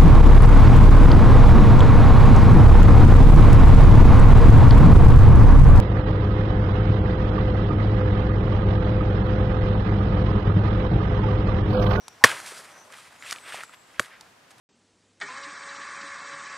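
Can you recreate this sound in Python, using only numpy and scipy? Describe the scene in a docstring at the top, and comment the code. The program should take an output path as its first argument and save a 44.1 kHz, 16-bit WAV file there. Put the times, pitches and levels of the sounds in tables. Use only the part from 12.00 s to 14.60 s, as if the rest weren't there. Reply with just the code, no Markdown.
"""A quiet rural floor with an insect-like hiss (sliding noise band), then a machete bites into a dry coconut husk.
The microphone lies close by on leaf litter: breaking fibres ring the husk's modes over a gliding cleft tone.
The nut rolls and scrapes through dry leaves (coloured grains) and twigs snap (click, body, tail).
The blade, worked loose, sings faintly (one high mode) and taps again. The hard chop overloads the input."""
import sys
import numpy as np
from scipy import signal
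from scipy.fft import rfft, irfft, next_fast_len
from scipy.io import wavfile
from scipy.ndimage import uniform_filter1d

SR = 44100
rng = np.random.default_rng(int(sys.argv[2]) if len(sys.argv) > 2 else 0)


def dump(signal):
    """Clip the signal to [-1, 1] and save it as 16-bit WAV at the path in sys.argv[1]."""
    limited = np.clip(np.atleast_2d(signal).T, -1, 1)
    pcm = np.round(limited * 32767).astype(np.int16)
    wavfile.write(sys.argv[1], SR, pcm)


def linear_from_db(decibels):
    """Turn decibels (scalar or array-like) into linear amplitude factors; 0 gives 1."""
    return 10 ** (np.asarray(decibels, float) / 20)


N = 114660
T = np.arange(N) / SR

# spectrum of a sharp click or crack: freq_hz, level_db
CLICK_SPECTRUM = [(1200, -17), (2800, 1), (5000, 1), (8000, 0), (13000, -8.5)]


def colour(x, points, unit=True):
    """Filter by (Hz, dB) points, 20 dB lower beyond either end; rms 1 unless unit is off."""
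    points, size = np.array(points, float), next_fast_len(len(x) + 4096)
    log_hz = np.log(np.arange(size // 2 + 1) * SR / size + 1)
    below, above = points[0, 1] - 20, points[-1, 1] - 20
    gain_db = np.interp(log_hz, np.log(points[:, 0]), points[:, 1], below, above)
    y = irfft(rfft(x, size) * linear_from_db(gain_db), size)[:len(x)]
    return y / y.std() if unit else y


def decay(t, t60):
    """Exponential fade by 60 dB in t60 seconds."""
    return 1000. ** (-t / t60)


def ring(hz, t60, size=6000):
    """One resonant mode: a sine with exponential decay."""
    t = np.arange(size) / SR
    return np.sin(2 * np.pi * hz * t) * decay(t, t60)


def add(out, s, x):
    """Mix x in at time s."""
    i = int(s * SR)
    out[i:i + len(x)] += x[:len(out) - i]


def walk(rate):
    """Random wander of spread 1: noise averaged twice over 1 / rate seconds."""
    span = int(SR / rate)
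    w = uniform_filter1d(uniform_filter1d(rng.standard_normal(N), span), span)
    return w / w.std()


def distant_air():
    """The quiet floor: wavering noise in the middle and a steady, separate noise at the sides."""
    # spectrum of the floor in the middle: freq_hz, level_db (per Hz)
    mid_spectrum = [(18, -47), (30, -28), (103, -3.5), (423, -6), (715, -4), (1010, -4.5), (1570, -5.5),
                    (4030, -14), (7560, -18), (14600, -30), (15800, -35.5)]
    # spectrum of the floor at the sides: freq_hz, level_db (per Hz)
    side_spectrum = [(18, -49), (30, -22.5), (152, -14), (226, -7), (522, -2), (1270, -2), (8620, -16.5),
                     (11500, -22.5), (15800, -29)]
    mid = linear_from_db(-57 + 1.1 * walk(9)) * colour(rng.standard_normal(N), mid_spectrum)
    side = linear_from_db(-61.5) * colour(rng.standard_normal(N), side_spectrum)
    return mid, side


def insect():
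    """Narrow hiss, perhaps an insect: slow noise carried on a tone that slides in pitch and comes in patches."""
    # course of the hiss: time_s, pitch_hz, level_db (before the patches)
    course = [(0, 5836, -59), (.14, 5680, -64.5), (0.19, 5650, -67.5), (0.671, 5666, -80), (.71, 5996, -65),
              (.79, 6001, -56.5), (.87, 6050, -68), (.93, 6170, -93), (1.15, 6464, -100.5),
              (1.189, 6790, -58), (1.25, 7480, -59.5), (1.398, 7920, -60), (1.498, 8460, -59.5),
              (1.629, 8170, -60.5), (1.669, 7570, -61.5), (1.85, 7630, -68), (1.97, 7625, -79),
              (2.048, 7600, -92.5)]
    time_s, pitch_hz, level_db = np.array(course).T
    in_phase, quadrature = walk(650), walk(650)
    phase = 2 * np.pi * np.cumsum(np.interp(T, time_s, pitch_hz)) / SR
    patches_db = 3.0 * walk(25)
    level = linear_from_db(np.interp(T, time_s, level_db, right=-120) + patches_db)
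    return level * (in_phase * np.sin(phase) + quadrature * np.cos(phase))


def snaps():
    """Twigs and fibres snap: a bright click, a few cycles of body and a short rustling tail."""
    # snaps: start_s, level_db, body_hz, click_db (relative, before the click's own fade)
    snap_events = [(0.0817, -32.5, 875, 7), (0.401, -31.5, 1530, 3), (0.462, -41.5, 1450, 14.5),
                   (.475, -38, 2270, 5), (0.52, -36.5, 430, -27), (0.602, -38, 403, -8),
                   (0.903, -40.5, 997, -18), (0.924, -41.5, 2240, 4), (1.124, -40, 1070, -15),
                   (1.2243, -28, 1990, -16), (1.3102, -24, 2240, 5), (1.3218, -23.5, 1220, -1),
                   (1.3262, -17, 1750, -0.5), (1.361, -28.5, 2330, -14), (1.385, -33.5, 2300, -12),
                   (1.483, -40, 1520, -12), (1.512, -47, 2900, -8), (1.523, -27, 1770, -12),
                   (1.544, -25.5, 740, -30), (1.562, -38, 1500, -6), (1.586, -36, 594, -12),
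                   (1.607, -26.5, 2150, -12), (1.6351, -27.5, 1410, -5), (1.6943, -35.5, 1292, -11.5),
                   (1.731, -46, 1445, -7.5), (1.744, -40.5, 3490, -5), (2.059, -46.5, 3560, 7),
                   (2.2097, -33.5, 4450, -2.5), (2.211, -39.5, 960, -6), (2.507, -45, 1324, 1),
                   (2.582, -42, 1575, 0)]
    body_cycles, min_t60_s, click_t60_s = 8.9, 0.0026, 0.0039
    tail_db, tail_t60_s = -8.5, 0.018
    out, t = np.zeros(N), np.arange(2000) / SR
    tail = linear_from_db(tail_db) * decay(t, tail_t60_s)
    for start_s, level_db, hz, click_db in snap_events:
        noise = rng.standard_normal((2, 2000))
        click = linear_from_db(click_db) * colour(noise[0], CLICK_SPECTRUM) * (0.13 * decay(t, click_t60_s) + tail)
        body = ring(hz, body_cycles / hz + min_t60_s, size=2000)
        body = body * np.minimum(t * hz * 2, 1)  # swells over half a cycle
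        rustling = tail * colour(noise[1], [(hz / 2, -15), (hz, 0), (hz * 2, -12)])
        add(out, start_s, linear_from_db(level_db) * (body + rustling + click))
    return out


def rushes():
    """The blade rushes through air before the chop, and later the nut rubs narrowly as it scrapes: narrow noise
    that swells and fades."""
    # rushes: centre_s, half_length_s, centre_hz, level_db
    rush_events = [(.225, .012, 930, -42), (2.139, 0.03, 1880, -49)]
    out = np.zeros(N)
    for centre_s, half_s, hz, level_db in rush_events:
        band = [(hz * 0.61, -20), (hz, 0), (hz * 1.5, -16), (hz * 3, -24)]
        swell = np.exp(-((T - centre_s) / half_s) ** 2)
        out += linear_from_db(level_db) * swell * colour(rng.standard_normal(N), band)
    return out


def husk_body(hollow_db):
    """Modes of the husk with alternating sign, shorter towards the treble; hollow_db weights the mid modes."""
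    # modes of the dry husk: freq_hz, level_db
    husk_modes = [(110, -18.5), (200, -13.5), (290, -9), (480, -9.5), (600, -10), (920, -7.5), (1120, -1.5),
                  (1430, -3.5), (1750, -7), (2240, -3.5), (2850, -6), (3320, -1.5), (4450, -17.5),
                  (5650, -18.5), (6420, -9.5), (7600, -22)]
    body = np.zeros(6000)
    for k, (hz, mode_db) in enumerate(husk_modes):
        t60_s = .017 * (1000 / hz) ** .5
        hollow = linear_from_db(hollow_db) if 400 < hz < 1300 else 1
        body += (-1) ** k * linear_from_db(mode_db) * hollow * ring(hz, t60_s)
    return body


def blows():
    """Fibres break one after another while the edge cuts; the husk rings over a cleft tone
    that glides to a settled pitch: down in the hard chop, up in the light tap."""
    # blows: start_s, strength_db, cutting_s, entry_hz (pitch of the cleft), hollow_db (weight on the mid modes)
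    blow_events = [(0.2391, 9, .0058, 2322, 6), (1.9955, -8.5, 0.0013, 1330, -3)]
    spring_s, spring_db = 0.0018, -5.5  # second strong break after the first
    cleft_db, open_hz, roughness, rise_s, cleft_t60_s = 1.5, 1695.3, 0.11, .0007, .004
    crack_db, crack_t60_s = -15.5, 0.028
    out, t = np.zeros(N), np.arange(6000) / SR
    for start_s, strength_db, cutting_s, entry_hz, hollow_db in blow_events:
        chance = rng.standard_normal((3, 6000))
        broken = np.abs(chance[1]) < 1800 / SR  # some 1440 fibres a second
        breaks = chance[0] * broken * np.exp(-(t / cutting_s) ** 2) * .5
        breaks[10] += 1
        breaks[10 + int(spring_s * SR)] += linear_from_db(spring_db)
        husk = signal.fftconvolve(breaks, husk_body(hollow_db))[:6000] / 2

        hz = open_hz + (entry_hz - open_hz) * np.exp(-6.5 * t / cutting_s)
        hz = hz * (1 + roughness * colour(chance[0], [(50, 0.0051), (900, 0.0036)]))
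        cleft = np.sin(2 * np.pi * np.cumsum(hz) / SR) * np.minimum(t / rise_s, 1)
        cleft = cleft * decay(np.maximum(t - cutting_s, 0), cleft_t60_s)  # held while cutting

        crack_fade = decay(np.maximum(t - cutting_s / 2, 0), crack_t60_s)
        crack = colour(chance[2], CLICK_SPECTRUM) * crack_fade
        add(out, start_s, linear_from_db(strength_db) * (husk + linear_from_db(cleft_db) * cleft + linear_from_db(crack_db) * crack))
    return out


def grains(rate, spectrum):
    """Tiny grains of uneven size, rate per second, over a bed of noise; coloured to rms 1."""
    size = linear_from_db(2 * np.minimum(rng.exponential(size=N), 3)) * rng.standard_normal(N)
    hits = (rng.random(N) < rate / SR) * size
    bed = 1.51 * np.sqrt(rate / SR) * rng.standard_normal(N)
    return colour(hits + bed, spectrum)


def rustle():
    """The nut moves in leaves: the scrape crunches band by band around a moving centre, leaves hiss, the nut thuds."""
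    # the nut's moves: time_s, scrape_db (before flutter), leaf_db (relative to scrape),
    # centre_oct (octaves above 1 kHz)
    moves = [(0.249, -16.5, -5, 0.29), (0.263, -25.5, -3, 0.79), (.3, -29.5, -10, 0.9),
             (0.339, -36.5, -5, 0.56), (0.389, -42.5, -3, 0.71), (.45, -47.5, -4.5, 0.59),
             (0.468, -42.5, -1, 0.6), (.6, -48, -0.5, 0.58), (.7, -51.5, -7, 0.43),
             (.89, -56.5, -8, 0.0049), (0.939, -48, -6, 0.73), (1.039, -54.5, -4, 0.83),
             (1.18, -57, -6.5, 0.54), (1.221, -55, 2.5, 0.5), (1.241, -45, -10, 0.99),
             (1.299, -39.5, -2.5, 1.17), (1.33, -52, 3.5, 1), (1.346, -46, -4, 0.39), (1.41, -57, -3, 0.54),
             (1.46, -45.5, -15, 0.84), (1.532, -40, -7.5, 0.95), (1.601, -41.5, -12, 0.73),
             (1.647, -50.5, -0.5, 0.79), (1.659, -61, -2, 0.99), (1.724, -58.5, -8, 0.76),
             (1.739, -44, -11, 0.79), (1.761, -71, -1, 0.51), (1.991, -54.5, -12, 0.88),
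             (2.003, -44.5, 0, -1.12), (2.022, -48.5, -1.5, 0.83), (2.071, -52.5, -6.5, 0.67),
             (2.142, -58, -16, 0.65), (2.198, -59.5, -27, 0.62), (2.299, -72, -13.5, -0.002),
             (2.49, -78, -6.5, 0.19), (2.514, -56.5, 4, 0.8), (2.539, -85.5, -12, 0.024),
             (2.6, -57, -5.5, 0.48)]
    # spectrum of the leaf crackle: freq_hz, level_db
    leaf_spectrum = [(3000, -0.5), (4500, 2), (6500, -1), (9000, 1.5), (12000, -9), (15500, -14.5)]
    # spectrum of the nut's thud: freq_hz, level_db
    thud_spectrum = [(90, -7.5), (200, -8.5), (400, -4), (650, 0), (900, -17)]
    grains_per_s, scrape_grains_per_s, width_oct = 5100, 500, 0.74
    crunch_db, flutter_db = 1.5, 1.1
    rows = np.array(moves)
    scrape_db, leaf_db, centre_oct = (np.interp(T, rows[:, 0], rows[:, k]) for k in range(1, 4))

    scrape, power = np.zeros(N), np.zeros(N)
    for octave in np.arange(-1, 2.6, 1 / 3):
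        hz = 1000 * 2 ** octave
        share = np.exp(-((octave - centre_oct) / width_oct) ** 2 / 2)
        band = grains(scrape_grains_per_s, [(hz / 1.3, -14), (hz, 0), (hz * 1.5, -14)])
        scrape += share * band * linear_from_db(crunch_db * walk(63))
        power += share ** 2
    scrape = scrape / np.sqrt(power)  # even level wherever the centre lies
    leaves = grains(grains_per_s, leaf_spectrum) * linear_from_db(leaf_db + 1.4 * walk(41))
    thud_db = -4.5 - 13.5 * centre_oct  # stronger when the scrape is low
    thud = grains(grains_per_s, thud_spectrum) * linear_from_db(thud_db + 1.5 * walk(30))
    level = linear_from_db(scrape_db + flutter_db * walk(130)) * (T > rows[0, 0])
    return (scrape + leaves + thud) * level


def blade_rings():
    """The steel sings in one high mode until a touch stops the ring."""
    # rings of the blade: start_s, level_db
    ring_events = [(1.747, -63), (1.997, -45)]
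    blade_hz, t60_s, held_s = 11420, .17, .062
    out, t = np.zeros(N), np.arange(6000) / SR
    for start_s, level_db in ring_events:
        add(out, start_s, linear_from_db(level_db) * ring(blade_hz, t60_s) / (1 + (t / held_s) ** 10))
    return out


def scene():
    """Near sounds nearly centred at the microphone, distant air wider."""
    # colour of near sounds at the microphone: freq_hz, level_db
    mic_response = [(25, -15), (100, -1), (250, -0.5), (11000, 0.5), (14000, -4.5), (16500, -20.5)]
    # near sound in the side signal, left minus right: freq_hz, level_db
    port_response = [(60, -17), (500, -27.5), (2500, -32), (6000, -18), (10000, -6), (15000, -21.5)]
    air_mid, air_side = distant_air()
    bug = insect()
    near = snaps() + rushes() + blows() + rustle() + blade_rings()
    near = colour(near, mic_response, unit=False)
    near_side = signal.hilbert(colour(near, port_response, unit=False)).imag  # a quarter cycle late
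    mid = near + bug + air_mid
    side = near_side + 0.31 * bug + air_side
    return np.array([mid + side, mid - side])


def low_pass(x):
    """Removes everything above the highest recorded frequency."""
    return signal.sosfilt(signal.butter(12, 15900, fs=SR, output="sos"), x)


def record(dry):
    """The input saturates at a ceiling, as the hard chop does, and the extreme top is cut."""
    ceiling, knee, top_hz = 0.91, 24, 16800  # a higher knee bends more sharply
    x = dry / ceiling
    clipped = ceiling * x / (1 + np.abs(x) ** (2 * knee)) ** (.5 / knee)
    lowpass = signal.butter(8, top_hz, fs=SR, output="sos")
    mix = signal.sosfiltfilt(lowpass, clipped)
    return low_pass(mix)


dry = scene()
out = record(dry)
dump(out)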